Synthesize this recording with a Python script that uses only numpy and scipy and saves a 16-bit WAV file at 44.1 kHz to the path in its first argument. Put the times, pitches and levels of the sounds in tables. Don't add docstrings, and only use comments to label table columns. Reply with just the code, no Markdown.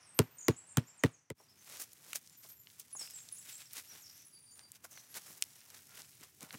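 import sys
import numpy as np
from scipy import signal
from scipy.fft import rfft, irfft, next_fast_len
from scipy.io import wavfile
from scipy.ndimage import uniform_filter1d

SR = 44100
rng = np.random.default_rng(int(sys.argv[2]) if len(sys.argv) > 2 else 0)


def dump_mix(stems):
    frames = np.atleast_2d(stems).T
    limited = np.clip(frames, -1, 1)
    pcm = np.round(limited * 32767).astype(np.int16)
    wavfile.write(sys.argv[1], SR, pcm)


N = 290309
TIME = np.arange(N) / SR

# t/s, level/dB
STIRRING = [(1.349, -81), (1.551, -83.5), (1.9, -76.5), (2.329, -75.5), (2.6, -82.5), (2.76, -74),
            (2.87, -78), (3.1, -68.5), (3.25, -70.5), (3.7, -73.5), (4.08, -71.5), (4.45, -81.5),
            (4.81, -83.5), (5.15, -75), (5.55, -72.5), (6.07, -72.5), (6.36, -77.5), (6.58, -71.5)]


def blade_slaps():
    # t/s, crack energy/dB, crack length/s, ring/dB, clap/dB, thud/dB, thud delay/s, crumbs/dB
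    hits = [(0.1903, 5, 0.0006, -33.5, -12.5, -15, 0.0039, -34),
            (0.4825, -0.5, .0011, -28.5, -14.5, -17.5, 0.0075, -35),
            (.7710, -1, 0.0009, -36.5, -28.5, -16.5, 0.0023, -38),
            (1.0358, -5.5, .0013, -18.5, -15.5, -17, 0.00709, -35),
            (1.3016, -16, .0011, -35.5, -31, -34, 0.004, -56)]
    # f/Hz, level/dB, t60/s
    blade_modes = [(1222, -5.5, 0.022), (1998, 3.5, 0.021), (2060, -8, 0.024), (3000, -6.5, 0.017)]
    surface_modes = [(274, -3, 0.038), (318.2, -3.5, 0.033), (393, -1, .032), (480.5, -8.5, .028),
                     (830, -11.5, 0.021)]
    ground_modes = [(116.4, -8, 0.09), (139, 4, 0.049), (244.8, -4, 0.07)]
    # f/Hz, level/dB
    crumb_eq = [(200, -4.5), (500, -2), (1200, 0.5), (2500, -4), (5000, -11), (9000, -13.5), (16000, -24)]
    out, t = np.zeros(N), np.arange(SR // 4) / SR
    lead_s = .003
    age = t - lead_s
    for s, crack_db, length, blade_db, clap_db, thud_db, delay, crumbs_db in hits:
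        metal = amp(crack_db) * blade_crack(t, lead_s, length)
        metal += amp(blade_db) * ring(blade_modes, age - length, rise=.00068)
        grit = colour(rng.standard_normal(len(t)) * amp(4.8 * drift(900, len(t))), crumb_eq)
        scatter = (age > 0) * (np.exp(-(age / .019) ** 2) + amp(-9.5) * np.exp(-age / .03))
        clap = ring(surface_modes, age - .001, rise=.0038, sink=.24)
        clap += amp(-11) * ring(surface_modes, age - delay - .008, rise=.0027, sink=.13)
        shudder = unit(band(rng.standard_normal(len(t)), 190, spread=1.9))
        shudder *= (age > delay) * np.exp(-age / .019)
        thud = ring(ground_modes, age - delay, rise=.0047) + amp(-21) * shudder
        earth = amp(crumbs_db) * grit * scatter + amp(clap_db + 10) * clap + amp(thud_db + 5) * thud
        add(out, s - lead_s, metal + earth)
    return out


def blade_crack(t, start, length):
    # f/Hz, level/dB
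    crack_eq = [(200, -13.5), (600, -4.5), (1200, 1), (3000, -4), (4500, -6), (7500, -1.5), (11000, -11.5),
                (14500, -6.5), (17000, -20)]
    f = np.fft.rfftfreq(len(t), 1 / SR)
    arrival = start + length * np.sqrt(8000 / (f + 150))
    squeeze = irfft(np.exp(-2j * np.pi * np.cumsum(arrival) * f[1]), len(t))
    age = t - start - length
    grit = rng.choice([-1., 1.], len(t)) * np.exp(np.minimum(age / .00059, -age / length))
    return colour(unit(squeeze) + amp(-2) * unit(grit), crack_eq) / np.sqrt(len(t))


def ring(modes, t, rise, sink=0):
    t = np.maximum(t, 0)
    detune = rng.normal(1, .03, len(modes))
    clock = t + sink * .012 * (1 - np.exp(-t / .012))
    tones = sum(amp(db - 60 * t / t60) * np.sin(2 * np.pi * hz * k * clock)
                for (hz, db, t60), k in zip(modes, detune))
    return (1 - np.exp(-(t / rise) ** 2)) * tones


def leaves_and_moss():
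    # peak t/s, swell/s, fade/s, rustle/dB, soil over rustle/dB, fizz over rustle/dB
    strokes = [(1.751, .18, .12, -57, -6, 4.5), (1.818, .07, 0.04, -57.5, -3.5, 12.5),
               (2.114, 0.2, .079, -63.5, -4, 5.5), (2.159, 0.024, .026, -49.5, -13, 7),
               (2.441, .088, .087, -69.5, -4, 10.5), (2.504, 0.076, .064, -71, -8, 13.5),
               (2.803, .018, .02, -60.5, -21.5, 12.5), (3.015, 0.061, 0.098, -59, -6, 6),
               (3.496, 0.097, .15, -57.5, -31, 4), (3.608, .05, 0.074, -60, -18, 4.5),
               (3.782, 0.091, 0.059, -53, -11.5, 5.5), (3.94, 0.082, .16, -60.5, -6, 1.5),
               (4.598, .1, .14, -70.5, 1, 1), (4.757, .048, .031, -67.5, -6.5, 6),
               (4.846, .016, 0.033, -64, 3, 12.5), (4.915, .027, 0.53, -70.5, -2.5, 10.5),
               (5.171, 0.04, .033, -48.5, -3.5, 5), (5.277, 0.15, 0.31, -67, -1, 10.5),
               (5.747, .16, .11, -67, -2, 7.5), (5.998, 0.13, 0.058, -57.5, -4, 3),
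               (6.231, .04, 0.066, -59.5, -7.5, 0.5), (6.428, 0.036, .08, -57.5, 1.5, -0.5),
               (6.545, 0.052, 0.038, -58.5, 4, 1.5)]
    # f/Hz, level/dB
    soil_eq = [(60, -2), (150, 5.5), (350, -4.5), (700, -2), (1100, -2.5), (2000, -8), (4000, -62)]
    leaf_eq = [(300, -41), (800, -30.5), (1400, -6.5), (2300, 1), (3800, 0), (5500, -10.5), (9000, -34)]
    fizz_eq = [(1500, -16.5), (3500, -15), (5500, -1), (8000, -1), (11000, -1.5), (14000, -2), (16000, -4)]
    swell_db, roundness = 22.5, 1.046
    stir = amp(curves(STIRRING)[0]) * (TIME > STIRRING[0][0])
    power = np.outer(amp([0, -11, 8]), stir) ** 2
    for s, swell, fade, db, soil_db, fizz_db in strokes:
        away = np.maximum((s - TIME) / swell, (TIME - s) / fade)
        near = away < 2
        envelope = amp(db - swell_db * away[near] ** roundness)
        power[:, near] += np.outer(amp([0, soil_db, fizz_db]), envelope) ** 2
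    leaf, soil, fizz = np.sqrt(power)
    grains = unit(crackle(count=3200, spread_db=3.5) * amp(1.93 * drift(130, N)))
    return (amp(-.5) * soil * colour(grains, soil_eq)
            + amp(-1) * leaf * colour(grains, leaf_eq)
            + amp(2.6) * fizz * colour(grains, fizz_eq))


def crackle(count, spread_db):
    out, rub = np.zeros(N), rng.standard_normal(N)
    for hz in np.geomspace(300, 14000, num=8):
        size = amp(spread_db * np.minimum(rng.exponential(1, count), 4.3))
        size *= rng.choice([-1., 1.], count)
        breaks = unit(np.bincount(rng.integers(0, N, count), size, N))
        fibres = band(breaks + np.roll(rub, rng.integers(N)), hz, spread=1.714)
        out += fibres * amp(1.75 * drift(45, N))
    return unit(out)


def twig_snaps():
    # t/s, level/dB, centre f/Hz, decay/s
    breaks = [(1.817, -35, 11000, .0005), (1.932, -44.5, 8850, 0.0016), (2.1315, -29.5, 1900, 0.00083),
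              (2.132, -26, 6950, 0.00037), (2.156, -36, 10000, 0.0046), (2.274, -49.5, 6000, .002),
              (2.297, -47.5, 6950, 0.00098), (2.671, -46.5, 2600, 0.0019), (2.797, -43.5, 10800, 0.0055),
              (3.075, -45, 2970, 0.0016), (3.108, -41.5, 9200, 0.0015), (3.187, -48.5, 2500, .001),
              (3.288, -44, 5660, 0.0021), (3.7335, -27, 11900, 0.00028), (3.769, -33.5, 6800, 0.00053),
              (4.593, -40, 4000, 0.00059), (4.7187, -31.5, 10040, 0.00031), (4.974, -48.5, 1970, 0.0041),
              (5.1425, -38.5, 7060, 0.00099), (5.4235, -15, 6470, 0.00052), (5.4238, -22.5, 2500, 0.00048),
              (5.4387, -31.5, 8000, 0.0004), (5.7026, -39, 9000, 0.00039), (6.019, -38.5, 5990, 0.00064),
              (6.2105, -43, 7950, 0.00045), (6.4075, -37.5, 7030, 0.00054), (6.4295, -34.5, 8100, 0.00058),
              (6.5073, -34, 2300, 0.00053), (6.5277, -37.5, 6200, .00058), (6.542, -38, 1940, 0.00086),
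              (6.549, -40.5, 1780, .00084)]
    return bursts(breaks + fibre_ticks(), rise=.00006, tail_db=-24.5, tail_s=.004)


def fibre_ticks(per_s=4, level_db=-50, spread_db=3, centre_hz=5355, decay_s=.00072):
    start = STIRRING[0][0]
    span = N / SR - start
    stir_s, stir_db = np.transpose(STIRRING)
    rows = []
    for when, size, pitch in rng.random((int(per_s * span), 3)):
        s = start + when * span
        lift_db = .66 * (np.interp(s, stir_s, stir_db) - stir_db.mean())
        db = level_db + spread_db * (2 * size - 1) + lift_db
        rows.append((s, db, centre_hz * 2 ** (2 * pitch - 1), decay_s))
    return rows


def ground_pads():
    # t/s, level/dB, centre f/Hz, decay/s
    presses = [(1.399, -58, 598, .012), (2.446, -58, 640, 0.0093), (2.950, -45.5, 680, 0.0044),
               (3.011, -55, 580, 0.01), (4.849, -44.5, 912, 0.004), (5.298, -54.5, 250, 0.0058),
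               (6.208, -54.5, 218, 0.0057), (6.431, -46, 190, 0.0067), (6.543, -47, 190, 0.013)]
    return bursts(presses, rise=.0011, tail_db=-29, tail_s=.046)


def birds():
    # t/s, length/s, f/Hz, level/dB
    chips = [(.14, 0.055, 13200, -56), (.382, 0.0228, 7130, -51), (.56, 0.034, 9500, -64.5),
             (.562, 0.039, 7900, -54), (.685, .045, 7650, -57.5), (.865, .055, 7570, -61.5),
             (1.375, .045, 5600, -75.5), (1.48, 0.057, 5350, -71), (2.99, 0.028, 8300, -50.5),
             (3.38, 0.022, 7930, -54), (3.555, .025, 8140, -58.5), (3.87, 0.062, 5850, -60),
             (4.51, .04, 7100, -66.5), (5.085, .04, 11700, -63.5)]
    zips = [(.97, 0.05, 6400, -60.5), (1.11, 0.053, 6400, -66), (2.942, 0.041, 6570, -53),
            (3.178, 0.03, 6450, -58), (3.34, .04, 6600, -58.5), (4.012, .055, 5250, -62.5)]
    hooks = [(2.926, 0.027, 9900, -48), (3.133, .05, 7570, -52.5), (3.322, 0.02, 9860, -47),
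             (3.518, 0.042, 7470, -54.5), (4.25, 0.041, 10100, -62.5), (4.325, .045, 10150, -62.5)]
    slurs = [(2.365, .062, 13550, -64), (2.48, 0.064, 13270, -60), (2.595, 0.028, 13200, -60.5),
             (2.988, .048, 5450, -49.5), (3.655, .022, 5600, -64), (4.965, .035, 4250, -67)]
    rasps = [(0, 0.068, 5470, -67), (.002, 0.071, 9550, -72), (.055, 0.089, 8470, -62.5),
             (.3, 0.073, 14300, -66), (.365, .06, 8500, -62), (.395, .085, 6800, -52),
             (.66, 0.078, 8660, -61.5), (.8, .14, 5500, -74), (1.155, .05, 6000, -74),
             (1.245, 0.048, 5950, -80), (1.42, 0.054, 5670, -79), (1.57, 0.065, 6200, -71.5),
             (4.05, .07, 5400, -62), (4.13, 0.12, 5950, -68), (4.375, 0.29, 9300, -65.5),
             (4.9, 0.12, 6060, -65)]
    # start t/s, end t/s, period/s, f/Hz, level/dB
    runs = [(0.816, .9, .2, 13100, -75.5), (2.292, 2.7, 0.27, 7160, -73), (3.826, 4.2, 0.14, 12900, -68.5),
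            (4.318, 4.7, .14, 4710, -69.5), (5.885, 5.95, .2, 1400, -75)]
    whistle_s, nearly_flat = .085, [1.012, 1.002, .997, .988]
    whistles = [(s, whistle_s, hz, db) for start, end, period, hz, db in runs
                for s in np.arange(start, end, period)]
    return (bird_notes(chips, contour=[.84, .97, 1.01, .98, .89], rough=.28)
            + bird_notes(zips, contour=[1.6, 1.3, 1.06, 1, 1.01], rough=.49)
            + bird_notes(hooks, contour=[1.14, 1.02, .995, .99, 1], rough=.25)
            + bird_notes(slurs, contour=[1.06, 1.02, .99, .94, .84], rough=.15)
            + bird_notes(rasps, contour=nearly_flat, rough=1)
            + bird_notes(whistles, contour=nearly_flat, rough=.35))


def bird_notes(rows, contour, rough):
    out = np.zeros(N)
    for s, length, pitch, db in rows:
        size = int(length * SR)
        hz = pitch * np.interp(np.linspace(0, 1, size), np.linspace(0, 1, len(contour)), contour)
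        hz = uniform_filter1d(hz, size // 5, mode="nearest") * (1 + .007 * drift(300, size))
        rasp = drift(1100, size) + 1j * drift(1300, size)
        voice = (1 - rough / 2 + .65 * rough * rasp) * np.exp(2j * np.pi * np.cumsum(hz) / SR)
        tone = unit(voice.real * amp(3.5 * drift(160, size)))
        add(out, s, amp(db + 5.5) * tone * signal.windows.tukey(size, .35))
    return out


def tree_echo(x, t60, predelay):
    t = np.arange(int(.75 * SR)) / SR
    taps = rng.standard_normal(len(t)) * (rng.random(len(t)) < 2000 / SR)
    taps *= (t > predelay) * amp(-60 * t / t60)
    return signal.fftconvolve(x, taps / np.linalg.norm(taps))[:N]


def distant_air():
    # t/s, rumble/dB, wash/dB
    rides = [(0, -73.5, -63.5), (.95, -75.5, -65.5), (1.1, -87.5, -67), (1.25, -87.5, -76.5),
             (1.42, -76.5, -76), (1.7, -73, -78), (3.1, -73.5, -78.5), (4.3, -74.5, -79.5),
             (5.3, -75, -75.5), (6.58, -71, -91.5)]
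    # f/Hz, level/dB
    rumble_eq = [(25, -23), (50, -23), (80, 1), (130, 3), (220, -4.5), (400, -10.5), (1000, -31.5),
                 (3000, -60)]
    wash_eq = [(100, -6.5), (350, -9.5), (650, -6), (950, -2), (1200, -4.5), (1900, -4), (2700, -6.5),
               (3900, -14), (5800, -10.5), (10000, -16.5), (16000, -33.5)]
    rumble_db, wash_db = curves(rides)
    rumble = colour(rng.standard_normal(N), rumble_eq) * amp(rumble_db + 1.2 * drift(18, N))
    wash = colour(rng.standard_normal(N), wash_eq) * amp(wash_db + .41 * drift(1.3, N))
    return rumble + wash


def bursts(rows, rise, tail_db, tail_s):
    out, t = np.zeros(N), np.arange(SR // 6) / SR
    for s, db, hz, decay in rows:
        envelope = (1 - np.exp(-t / rise)) * (np.exp(-t / decay) + amp(tail_db) * np.exp(-t / tail_s))
        burst = band(rng.choice([-1., 1.], len(t)) * envelope, hz, spread=1.66)
        add(out, s, amp(db) * burst * np.linalg.norm(envelope) / np.linalg.norm(burst))
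    return out


def band(x, hz, spread):
    edges = np.minimum([hz / spread, hz * spread], [.4 * SR, .48 * SR])
    return signal.sosfilt(signal.butter(2, edges, "bandpass", fs=SR, output="sos"), x)


def colour(x, eq):
    hz, db = np.transpose(eq)
    size = next_fast_len(len(x), True)
    f = np.fft.rfftfreq(size, 1 / SR)
    gain = amp(np.interp(np.log(f + 1), np.log(hz), db))
    return unit(irfft(rfft(x, size) * gain, size)[:len(x)])


def drift(per_s, size):
    knots = rng.standard_normal(size // 10 + 2)
    return np.interp(np.arange(size) * per_s / SR, np.arange(len(knots)), knots)


def curves(rows):
    s, *columns = np.transpose(rows)
    return [np.interp(TIME, s, c) for c in columns]


def amp(db):
    return 10 ** (np.asarray(db) / 20)


def unit(x):
    return x / np.sqrt(np.mean(x ** 2) + 1e-20)


def add(mix, s, sound):
    part = mix[max(round(s * SR), 0):][:len(sound)]
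    part += sound[:len(part)]


def scene():
    slaps, song = blade_slaps(), birds()
    snaps, pads = twig_snaps(), ground_pads()
    slap_echo = amp(-40.5) * tree_echo(slaps, t60=.65, predelay=.015)
    near = slaps + slap_echo + leaves_and_moss() + snaps + pads
    song_echo = amp(-7) * tree_echo(song, t60=.4, predelay=.0055)
    return (near + amp(-2.5) * song + song_echo + distant_air())[None]


def record(dry):
    # t/s, level/dB
    fader = [(1.2, -3), (1.32, -5.5), (1.34, -23), (1.36, -13.5), (1.385, -0.5)]
    faded = dry * amp(curves(fader)[0])
    low_cut = signal.butter(6, 78, "highpass", fs=SR, output="sos")
    high_cut = signal.firwin(401, 16050, window=("kaiser", 9), fs=SR)
    thin = signal.sosfilt(low_cut, faded) + amp(-37) * faded
    return signal.oaconvolve(thin, high_cut[None], "same")


dry = scene()
out = record(dry)
dump_mix(out)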